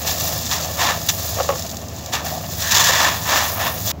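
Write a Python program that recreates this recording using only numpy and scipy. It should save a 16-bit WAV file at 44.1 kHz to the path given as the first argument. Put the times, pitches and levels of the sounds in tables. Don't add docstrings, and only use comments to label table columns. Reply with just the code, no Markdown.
import sys
import numpy as np
from scipy import signal
from scipy.fft import rfft, irfft
from scipy.io import wavfile

SR = 44100
rng = np.random.default_rng(int(sys.argv[2]) if len(sys.argv) > 2 else 0)


def inscribe(sig):
    pcm = np.round(np.clip(np.atleast_2d(sig).T, -1, 1) * 32767)
    wavfile.write(sys.argv[1], SR, pcm.astype(np.int16))


N = 176400
T = np.arange(N) / SR


def amp(db):
    return 10 ** (np.asarray(db) / 20)


def unit(x):
    return x / np.sqrt(np.mean(x ** 2) + 1e-20)


def add(mix, start_s, sound):
    part = mix[round(start_s * SR):][:len(sound)]
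    part += sound[:len(part)]


def drift(hz):
    rolloff = 1 + (np.fft.rfftfreq(N, 1 / SR) / hz) ** 4
    return unit(irfft(rfft(rng.standard_normal(N)) / rolloff, N))


def colour(x, points, size=4096):
    hz, db = np.transpose(points)
    bins_hz = abs(np.fft.fftfreq(size, 1 / SR))
    log_gain = np.log(amp(np.interp(np.log(bins_hz + 1), np.log(hz), db)))
    response = np.exp(np.conj(signal.hilbert(log_gain)))
    taps = np.fft.ifft(response).real[:size // 2]
    return signal.oaconvolve(x, taps / np.linalg.norm(taps))[:N]


def contour(points):
    return amp(np.interp(T, *np.transpose(points)))


def effort(strokes, fall_db):
    power = np.zeros(N)
    for start, rise, hold, release, db in strokes:
        attack = np.clip((T - start) / rise, 0, 1)
        released_s = np.maximum(T - start - rise - hold, 0)
        power += (amp(db - fall_db * released_s / release) * attack) ** 2
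    return np.sqrt(power)


def grains(per_s, spread_db, clump_db, clump_hz, dust):
    size = amp(spread_db * np.minimum(rng.exponential(1, N), 4))
    clicks = unit(size * rng.choice([-1, 1], N) * (rng.random(N) < per_s / SR))
    grit = clicks + dust * rng.standard_normal(N)
    clumps = amp(clump_db * np.clip(drift(clump_hz), -2, 2))
    return unit(grit * clumps)


def scatter(x, t60_s, wet_db):
    decay = amp(-60 * T[:SR // 10] / t60_s) ** 2
    tail_power = abs(signal.oaconvolve(x ** 2, decay / decay.sum())[:N])
    tail = np.sqrt(tail_power) * rng.standard_normal(N)
    return (x + amp(wet_db) * tail) / np.hypot(1, amp(wet_db))


# t/s, rise/s, hold/s, release/s, level/dB
SQUEEZES = [(.05, 0.011, .01, 0.088, -31.5), (.49, 0.036, 0.017, 0.14, -26),
            (.765, 0.049, 0.089, 0.072, -18), (2.118, 0.02, 0.005, 0.086, -20),
            (2.24, 0.022, .03, .08, -32.5), (2.55, 0.17, 0.031, 0.072, -27),
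            (2.70, 0.069, 0.031, 0.22, -17.5), (2.84, 0.048, 0.077, 0.077, -19.5),
            (2.95, 0.056, 0.066, 0.14, -16), (3.24, 0.076, 0.076, 0.16, -17),
            (3.55, 0.064, 0.056, 0.083, -21), (3.83, 0.08, 0.022, 0.03, -34.5)]
# f/Hz, level/dB
CRUSH_COLOUR = [(100, -32), (300, -8), (430, -12), (540, -7), (720, -4), (980, 1.5), (1300, -2.5),
                (1780, -3.5), (2400, -6.5), (3450, -7.5), (4500, -10.5), (7000, -9.5), (8600, -29),
                (16000, -19)]

def crushing():
    grit = grains(per_s=1500, spread_db=1.5, clump_db=1.0, clump_hz=60, dust=0.59)
    squeezed = grit * effort(SQUEEZES, fall_db=16.5)
    return colour(scatter(squeezed, t60_s=0.055, wet_db=-6.5), CRUSH_COLOUR)


# t/s, rise/s, hold/s, release/s, level/dB
FRACTURES = [(.055, 0.017, 0.022, 0.074, -20), (.497, .02, 0.015, 0.033, -16),
             (.78, 0.022, .04, 0.048, -24), (1.085, 0.0052, 0.0063, 0.02, -12),
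             (2.118, 0.017, .018, .025, -21), (2.242, 0.0055, 0.038, 0.034, -28),
             (2.59, 0.022, 0.12, 0.044, -24), (2.706, 0.0094, 0.0099, 0.021, -12),
             (2.74, 0.0052, 0.074, 0.036, -13), (2.835, 0.006, 0.058, 0.072, -16),
             (2.91, .02, 0.11, 0.056, -20.5), (3.27, 0.034, 0.02, 0.084, -27),
             (3.83, 0.18, 0.015, .02, -17)]
# f/Hz, level/dB
FRACTURE_COLOUR = [(200, -31), (800, -9), (1800, -5.5), (2500, -3), (3500, -0.5), (4600, -0.5), (5800, 1),
                   (7200, 1), (8600, -18), (11000, -15), (15500, -5)]

def fractures():
    grit = grains(per_s=4400, spread_db=1.5, clump_db=-2, clump_hz=90, dust=0.67)
    snaps = grit * effort(FRACTURES, fall_db=17.5)
    return colour(scatter(snaps, t60_s=0.018, wet_db=-10.5), FRACTURE_COLOUR)


# t/s, level/dB
KNOCKS = [(1.368, -35), (1.387, -16.5), (1.396, -23), (1.401, -11), (1.4067, -10.5), (1.445, -22.5),
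          (1.4907, -6.5), (1.498, -22), (1.503, -10.5), (1.523, -19), (1.536, -18.5), (1.556, -21.5),
          (2.893, -13.5)]
# f/Hz, level/dB, t60/s
PALM_MODES = [(538, 0, 0.047), (820, -6.5, 0.044), (1106, -5.5, 0.053), (1220, -14, 0.033),
              (1670, -17.5, 0.033), (2720, -15, 0.01)]

def knocks(crack_db=-13.5, crack_tau_s=0.0046, highpass_hz=465):
    out, t = np.zeros(N), T[:SR // 8]
    for start, db in KNOCKS:
        detune = 1 + 0.025 * rng.standard_normal(len(PALM_MODES))
        ring = sum(amp(mode_db - 60 * t / t60) * np.sin(2 * np.pi * hz * ratio * t)
                   for (hz, mode_db, t60), ratio in zip(PALM_MODES, detune))
        noise = unit(colour(rng.standard_normal(len(t)), CRUSH_COLOUR)[:len(t)])
        crack = amp(crack_db) * np.exp(-t / crack_tau_s) * noise
        add(out, start, amp(db) * (ring + crack))
    return signal.sosfilt(signal.butter(6, highpass_hz, "high", fs=SR, output="sos"), out)


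# t/s, level/dB
GRAIN_FLOW = [(0, -32), (.2, -25.5), (.46, -27), (.60, -27), (.70, -31), (.85, -31), (1.0, -31),
              (1.14, -29.5), (1.3, -26.5), (1.46, -31), (1.6, -31.5), (1.75, -38), (1.86, -40),
              (2.05, -36.5), (2.22, -41.5), (2.3, -33), (2.42, -35), (2.62, -28), (2.8, -37), (3.2, -31.5),
              (3.38, -23.5), (3.65, -42), (3.79, -33), (3.9, -25)]
DUST_FLOW = [(0, -26.5), (.24, -20.5), (.46, -27), (.65, -27.5), (.85, -27.5), (1.02, -26.5), (1.13, -24),
             (1.27, -22), (1.43, -30), (1.6, -29.5), (1.84, -38.5), (2.05, -37), (2.23, -40),
             (2.255, -25.5), (2.41, -32), (2.62, -22.5), (2.68, -26), (2.75, -28), (2.95, -32),
             (3.2, -24.5), (3.38, -22), (3.8, -24), (3.9, -19)]
# f/Hz, level/dB
GRAIN_COLOUR = [(200, -17), (700, -7.5), (1400, -3.5), (2400, -5), (3500, -1), (4300, 2.5), (5600, 3.5),
                (7200, 5.5), (8700, -15.5), (11000, -23), (15600, -9)]
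DUST_COLOUR = [(100, -60), (6000, -40), (8800, -16), (10500, -11.5), (12200, -7), (13800, -4.5), (15200, 0),
               (16000, 1)]

def trickle():
    spurts = amp(1.2 * drift(hz=24))
    coarse = grains(per_s=2500, spread_db=2.0, clump_db=0.5, clump_hz=70, dust=0.26)
    coarse = scatter(coarse, t60_s=0.029, wet_db=-2)
    fine = grains(per_s=5200, spread_db=2.0, clump_db=2.0, clump_hz=130, dust=0.47)
    patter = colour(coarse * spurts * contour(GRAIN_FLOW), GRAIN_COLOUR)
    sizzle = colour(fine * spurts * contour(DUST_FLOW), DUST_COLOUR)
    return patter + sizzle


# t/s, level/dB
TICKS = [(1.591, -27), (1.595, -21), (1.623, -21), (1.665, -24), (1.694, -24), (1.70, -24), (1.714, -24),
         (1.744, -29), (1.769, -21), (1.816, -31), (1.884, -27), (1.963, -29), (2.061, -23), (2.783, -17),
         (2.882, -13)]
# f/Hz, level/dB
TICK_COLOUR = [(300, -10), (2500, -10), (4500, 3), (7200, 8.5), (8700, -13), (12000, -8.5), (15500, -2.5)]

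def ticks(tau_s=0.0033):
    out, t = np.zeros(N), T[:SR // 30]
    for start, db in TICKS:
        add(out, start, amp(db) * np.exp(-t / tau_s) * rng.standard_normal(len(t)))
    return colour(out, TICK_COLOUR)


# t/s, rise/s, hold/s, release/s, level/dB
FIST_RINGS = [(2.56, 0.17, 0.345, 0.1, -26.5), (3.26, 0.041, 0.035, 0.18, -29)]
SCRAPES = [(2.24, 0.0051, .135, .02, -31.5)]

def hollow_ring(strokes, hz, half_width_hz):
    grit = grains(per_s=1400, spread_db=3.0, clump_db=1.2, clump_hz=50, dust=0.23)
    b, a = signal.iirpeak(hz, hz / half_width_hz / 2, SR)
    ring = signal.lfilter(b, a, signal.lfilter(b, a, grit))
    return unit(ring) * effort(strokes, fall_db=24)


# t/s, level/dB
RUB_LEVELS = [(0, -34.5), (.1, -32.5), (.35, -33), (.46, -40.5), (.62, -32.5), (1.0, -35), (1.2, -34),
              (1.33, -33.5), (1.55, -31.5), (1.62, -38.5), (2.22, -42), (2.27, -35), (2.41, -38.5),
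              (3.2, -39.5), (3.65, -32.5), (3.9, -38.5)]
# f/Hz, level/dB
RUB_COLOUR = [(150, -15), (400, -14), (520, -2), (600, -3), (690, -0.5), (800, -7), (980, -12),
              (1180, -8.5), (1500, -18.5), (3000, -15.5), (8000, -63)]

def rubbing():
    grit = grains(per_s=700, spread_db=0.5, clump_db=3.5, clump_hz=29.4, dust=0.5)
    return colour(grit * contour(RUB_LEVELS), RUB_COLOUR)


# f/Hz, level/dB, waver/ratio
HUM_PARTIALS = [(78.2, -36.5, 0.25), (159.5, -44.5, 0.97), (232.5, -49.5, 0.56)]

def machine_hum():
    hum = np.zeros(N)
    for hz, db, waver in HUM_PARTIALS:
        wobble = 1 + waver * (drift(hz=2.5) + 1j * drift(hz=6.5)) / np.sqrt(2)
        tone = np.exp(2j * np.pi * (hz * T + rng.random()))
        hum += amp(db) * np.sqrt(2) * (wobble * tone).real
    return hum


# f/Hz, level/dB
ROOM_COLOUR = [(20, -43), (32, -29), (46, -26), (62, -14), (88, -12), (100, 4), (122, -9), (175, -9),
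               (210, -12.5), (380, -19), (520, -21.5), (670, -16), (950, -26), (1500, -35.5), (4000, -42.5),
               (7000, -43.5), (9000, -63), (16000, -43)]

def room_noise(rms_db=-32.5):
    return amp(rms_db) * unit(colour(rng.standard_normal(N), ROOM_COLOUR))


# f/Hz, level/dB
HAND_SPACE = [(100, -3), (420, -3), (540, 0), (680, 3), (850, 0), (1200, 1), (1480, -4), (1630, -1),
              (1760, 6), (1900, 1), (2120, -5), (2320, 0), (2490, -3), (2750, 1), (3130, -4), (3400, 3),
              (4300, -1), (5000, 0), (16000, 0)]

def scene(cut_s=3.918):
    grit = crushing() + fractures() + trickle() + ticks() + rubbing()
    sand = colour(grit, HAND_SPACE) + knocks()
    sand += hollow_ring(FIST_RINGS, hz=1757, half_width_hz=170)
    sand += hollow_ring(SCRAPES, hz=696, half_width_hz=82)
    gate = np.clip((cut_s - T) / 0.002, 0, 1)
    return (sand * gate + machine_hum() + room_noise())[None]


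def record(dry):
    cutoff_hz = 15780
    soft = dry / (1 + dry ** 4) ** 0.25
    lowpass = signal.firwin(1023, cutoff_hz, window=("kaiser", 9), fs=SR)
    return signal.oaconvolve(soft, lowpass[None], "same")


dry = scene()
out = record(dry)
inscribe(out)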